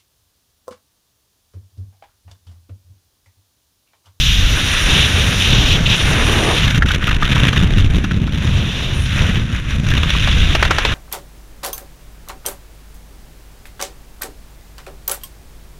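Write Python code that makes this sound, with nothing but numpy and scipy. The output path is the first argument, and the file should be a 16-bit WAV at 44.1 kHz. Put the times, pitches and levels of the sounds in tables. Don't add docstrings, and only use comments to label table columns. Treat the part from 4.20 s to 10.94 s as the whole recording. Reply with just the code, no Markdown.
import sys
import numpy as np
from scipy import signal
from scipy.fft import rfft, irfft
from scipy.io import wavfile
from scipy.ndimage import uniform_filter1d

SR = 44100
rng = np.random.default_rng(int(sys.argv[2]) if len(sys.argv) > 2 else 0)


def voltage_ratio(decibels):
    exponent = np.asarray(decibels, float) / 20
    return 10 ** exponent


def master_out(mix):
    frames = np.transpose(np.atleast_2d(mix))
    ceiling = np.clip(frames, -1, 1)
    pcm = np.round(ceiling * 32767).astype(np.int16)
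    wavfile.write(sys.argv[1], SR, pcm)


N = 297222
T = np.arange(N) / SR
HZ = np.fft.rfftfreq(N, 1 / SR) + 1e-3


def level(x):
    return x / np.sqrt(np.mean(x ** 2))


def noise():
    return rng.standard_normal(N)


def shape(points):
    hz, db = np.transpose(points)
    return voltage_ratio(np.interp(np.log(HZ), np.log(hz), db, left=-90, right=-90))


def colour(x, gain):
    return irfft(rfft(x) * gain, N)


def below(hz):
    return 1 / np.sqrt(1 + (HZ / hz) ** 16)


def split(x, tops_hz):
    edges = [0] + [below(hz) ** 2 for hz in tops_hz] + [1]
    gains = [np.sqrt(np.maximum(high - low, 0)) for low, high in zip(edges, edges[1:])]
    return [colour(x, gain) for gain in gains]


def walk(rate):
    hold = int(SR / rate)
    steps = np.repeat(rng.standard_normal(N // hold + 1), hold)
    return 0.87 * uniform_filter1d(uniform_filter1d(steps, hold), hold)[:N]


def curves(table):
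    s, *columns = np.transpose(table)
    return [np.interp(T, s, column) for column in columns]


def spells(table, edge_s):
    return sum(value / 2 * (np.tanh((T - start) / edge_s) - np.tanh((T - end) / edge_s))
               for start, end, value in table)


def rounded(x, top):
    return x / (1 + (np.abs(x) / top) ** 4) ** (1 / 4)


# [t/s, flutter depth/dB before each layer takes its share]
RAGGEDNESS = [(0, 0.2), (2.4, 2.5), (2.6, 6.5), (4.2, 5.5), (4.4, 0.5), (5.2, 3), (5.9, 6.5), (6.1, 2.5),
              (6.74, 2)]


def flutter():
    depth_db, = curves(RAGGEDNESS)
    puffs_per_s, puff_s = 75, 0.0019
    chance = rng.random((2, N))
    sizes = (chance[0] < puffs_per_s / SR) * (0.67 + chance[1])
    t = np.arange(-400, 400) / SR
    puffs = np.tanh(np.convolve(sizes, np.exp(-(t / puff_s) ** 2), "same"))
    wobble = level(puffs - puffs.mean()) + 0.48 * walk(50)
    return depth_db * wobble


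# [centre t/s, length/ms, level/dB before each region takes its share]
FLOW_LULLS = [(1.62, 120, -7.5), (2.605, 41, -22), (2.648, 22, -33), (2.784, 58, -12), (2.985, 28, -17),
              (3.09, 22, -7), (3.317, 16, -13), (3.5, 125, -7), (3.68, 124, -7.5), (5.28, 95, -13.5),
              (5.44, 100, -9), (5.62, 107, -12.5), (5.86, 16, -11), (6.495, 19, -9)]


def lulls():
    return sum(db * np.exp(-(2000 * (T - s) / ms) ** 4) for s, ms, db in FLOW_LULLS)


# [start t/s, end t/s, level/dB before flicker]
GRAZING_SPELLS = [(0.354, 0.75, -37), (0.75, 1.3, -38.5), (1.75, 2.4, -38), (4.74, 4.865, -43)]
# [f/Hz, width/Hz, relative level/dB]
TOP_CAVITIES = [(9380, 1600, 1), (11000, 800, -5)]


def singing():
    gain = sum(voltage_ratio(db) / (1 + (2 * (HZ - hz) / width) ** 4) for hz, width, db in TOP_CAVITIES)
    gate = spells([(start, end, voltage_ratio(db)) for start, end, db in GRAZING_SPELLS], 0.019)
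    return level(colour(noise(), gain)) * gate * voltage_ratio(1.5 * walk(29.7))


# [f/Hz, relative level/dB per Hz]
SHELL = [(470, -8), (800, -15), (1520, 1), (2170, -4.5), (2610, 0), (3690, 3.5), (4550, -12), (5210, -10.5),
         (5900, -8.5), (6920, -15), (7930, -28.5), (9310, -23.5), (11900, -32), (14500, -33.5),
         (15200, -37)]
# [f/Hz, width/Hz, boost level/dB]
SHELL_CAVITIES = [(1550, 560, -2), (2804, 1230, 9.5), (3630, 820, 5), (5816, 117, 6.5), (9370, 530, 1.5),
                  (11200, 350, 3), (12400, 350, 4)]


def housing():
    rings_db = sum(db / (1 + (2 * (HZ - hz) / width) ** 2) for hz, width, db in SHELL_CAVITIES)
    return shape(SHELL) * voltage_ratio(rings_db)


# [t/s, hiss level/dB, lift level/dB of the lower regions], shared out by region
AIRFLOW = [(0, -26.5, -5.5), (0.25, -30, -2.5), (0.67, -28.5, 2.5), (1.085, -29.5, -0.5), (1.2, -29.5, -1),
           (2.0, -31.5, 3), (2.4, -32, 3), (2.56, -37.5, 3.5), (3.03, -41, 4), (3.2, -37, 6.5),
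           (3.42, -39.5, 2.5), (3.8, -43, 1.5), (4.04, -51.5, -0.5), (4.27, -40.5, 1.5), (4.86, -39, -1),
           (5.0, -36, 5), (5.2, -41, 1.5), (5.65, -40, 1), (5.9, -37, 4.5), (6.3, -38.5, 3),
           (6.4, -41, 5.5), (6.74, -40.5, 6.5)]
# [level/dB at the reference flow, share of the hiss change, share of the lift]
HOUSING_REGIONS = [(-24.5, 0.74, 1.1), (-27, 0.78, 0.67), (-30, 1.16, 0.042), (-40, 0.94, 0.5),
                   (-48.5, 1.23, -0.66)]
HOUSING_REGION_TOPS = 2184, 4590, 7450, 12000
# [start t/s, end t/s, level/dB]
RINGING_SPELLS = [(0.69, 0.865, 6.5), (0.96, 1.06, 3.5), (1.2, 1.568, 8.5), (1.657, 1.673, 16),
                  (1.69, 1.76, 8.5), (1.794, 1.809, 8.5), (2.33, 2.45, 4.5), (4.3, 4.75, 5),
                  (5.8, 6.35, 5.5)]


def rush(flutter_db):
    reference_db = -30
    hiss_db, lift_db = curves(AIRFLOW)
    start_db, fade_s = 10, 0.3
    ports_db = spells(RINGING_SPELLS, 0.002) + start_db * np.exp(-(T / fade_s) ** 2)
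    spells_db = -0.2 * ports_db, ports_db, 0.11 * ports_db, 0, 0
    flutter_shares = 0.4, 0.75, 0.61, 0.49, 1.07
    regions = split(colour(noise(), housing()), HOUSING_REGION_TOPS)
    total = np.zeros(N)
    for air, settings, spell_db, share in zip(regions, HOUSING_REGIONS, spells_db, flutter_shares):
        db, follow, lift = settings
        flow_db = db + follow * (hiss_db - reference_db) + lift * lift_db
        flicker_db = 1.9 * walk(60)
        total += level(air) * voltage_ratio(flow_db + spell_db + share * flutter_db + flicker_db)
    return total


# [f/Hz, relative level/dB per Hz]
SMACK_COLOUR = [(300, 1), (700, 0), (1500, 2), (3600, -3.5), (4700, -11.5), (6000, -12.5), (8000, -26),
                (15500, -35)]


def cloth_bursts(table, treble_db):
    ring, smack = np.zeros((2, N))
    t = np.arange(int(.06 * SR)) / SR
    rise_s, smack_share = 0.00035, 0.43
    for s, db, hz in table:
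        decay_ms = 5.84 - 0.05 * db
        burst = (1 - np.exp(-t / rise_s)) * np.exp(-(1000 * t / decay_ms) ** 0.85)
        sos = signal.butter(2, [hz / 1.186, hz * 1.125], "bandpass", fs=SR, output="sos")
        ring_noise, smack_noise = rng.standard_normal((2, len(t)))
        pitched = level(signal.sosfilt(sos, ring_noise))
        i = int(s * SR)
        ring[i:i + len(t)] += (voltage_ratio(db) * burst * pitched)[:N - i]
        smack[i:i + len(t)] += (voltage_ratio(treble_db + smack_share * db) * burst * smack_noise)[:N - i]
    cloth = shape(SMACK_COLOUR)
    treble = np.sqrt(np.mean(cloth ** 2 * (HZ > 4200) * (HZ < 8000)))
    return voltage_ratio(-7.0) * ring + colour(smack, cloth / treble)


# [t/s, relative level/dB, ring f/Hz]
STRAP_SLAPS = [(2.622, 2, 1640), (2.658, -10, 1640), (2.705, -3, 1470), (2.825, -8.5, 1550),
               (2.879, -9, 1260), (2.911, -6, 1500), (3.024, 2, 1410), (3.165, -3.5, 1160),
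               (3.285, -4.5, 2980), (3.328, -5.5, 1410), (3.364, -2.5, 1650), (3.841, -9.5, 1540),
               (3.91, -11, 1650), (4.074, -14, 1450), (5.156, -9, 2900), (5.715, -8, 1660),
               (5.83, -8.5, 1150), (5.95, -9.5, 1210), (6.718, -8, 1500)]


def strap_slaps():
    return cloth_bursts(STRAP_SLAPS, treble_db=-31.5)


# [t/s, relative level/dB, ring f/Hz]
CANOPY_FLAPS = [(6.074, -15, 1300), (6.35, -3.5, 2930), (6.426, 0.5, 1560), (6.451, -11, 1490),
                (6.508, 0.5, 1400), (6.584, -3.5, 1390), (6.65, -5.5, 3630)]


def canopy_flaps():
    return cloth_bursts(CANOPY_FLAPS, treble_db=-17.5)


# [t/s, peak level/dB]
CANOPY_JOLTS = [(5.01, -2.5), (5.048, -5)]


def jolts():
    width_ms = 3.4
    total = np.zeros(N)
    for s, db in CANOPY_JOLTS:
        x = 1000 * (T - s) / width_ms
        total += voltage_ratio(db) * (x ** 2 - 1) * np.exp(-x ** 2 / 2)
    return total


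# [t/s, level/dB before gusts]
BIG_EDDIES = [(0, -17.5), (0.5, -15.5), (1.2, -19), (2.2, -17.5), (3.3, -16), (4.1, -19.5), (4.7, -18.5),
              (4.88, -24.5), (5.0, -14.5), (5.16, -17), (5.5, -20.5), (5.8, -14), (6.74, -17)]
# [t/s, level/dB relative to the big ones, before gusts]
MIDDLING_EDDIES = [(0, -7), (1.3, 1), (2.5, -1.5), (4.0, -1), (5.5, -0.5), (6.0, -5.5), (6.74, -8)]
# [t/s, level/dB before gusts]
WAKE_ROAR = [(0.0, -47), (0.4, -28), (1.6, -28), (2.3, -19), (2.5, -36), (3.25, -29.5), (3.55, -38),
             (4.02, -41.5), (4.28, -34.5), (4.71, -28.5), (4.92, -49), (5.02, -24.5), (5.16, -38),
             (5.42, -45), (5.78, -33.5), (6.01, -36), (6.74, -30)]
# [f/Hz, relative level/dB per Hz]
EDDY_COLOUR = [(8.8, -37), (15, 6), (70, 2.5), (114, -4.5), (144, -5.5), (210, -12.5), (282, -17.5),
               (407, -32), (451, -29), (500, -36), (650, -39.5), (1100, -120)]
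EDDY_TOPS = 47.7, 84.8, 127, 204
# [f/Hz, relative level/dB per Hz]
ROAR_COLOUR = [(120, -40), (220, -0.5), (400, -2.5), (800, -9), (1300, -10)]


def buffeting(flutter_db):
    (big_db,), (middle_db,), (small_db,) = curves(BIG_EDDIES), curves(MIDDLING_EDDIES), curves(WAKE_ROAR)
    gust = walk(12)
    bands = split(colour(noise(), shape(EDDY_COLOUR)), EDDY_TOPS)
    sizes = [band * voltage_ratio(3.0 * walk(8)) for band in bands]
    big = level(sizes[0] + sizes[1]) * voltage_ratio(big_db + 3.7 * gust)
    middle = level(sum(sizes[2:])) * voltage_ratio(big_db + middle_db + 3.0 * gust + 0.58 * flutter_db)
    roar = level(colour(noise(), shape(ROAR_COLOUR)))
    small = roar * voltage_ratio(small_db + 0.34 * flutter_db + 3.85 * gust + 1.85 * walk(25))
    return big + middle + small


def scene():
    flutter_db = flutter()
    air = singing() + rush(flutter_db + lulls())
    cloth = strap_slaps() + canopy_flaps()
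    swings = rounded(buffeting(flutter_db), 0.62)
    return (air + cloth + jolts() + swings)[None]


def roll_off(x):
    return signal.sosfilt(signal.butter(12, 15390, fs=SR, output="sos"), x)


def record(dry):
    mix = rounded(dry, 0.99)
    return roll_off(mix)


dry = scene()
out = record(dry)
master_out(out)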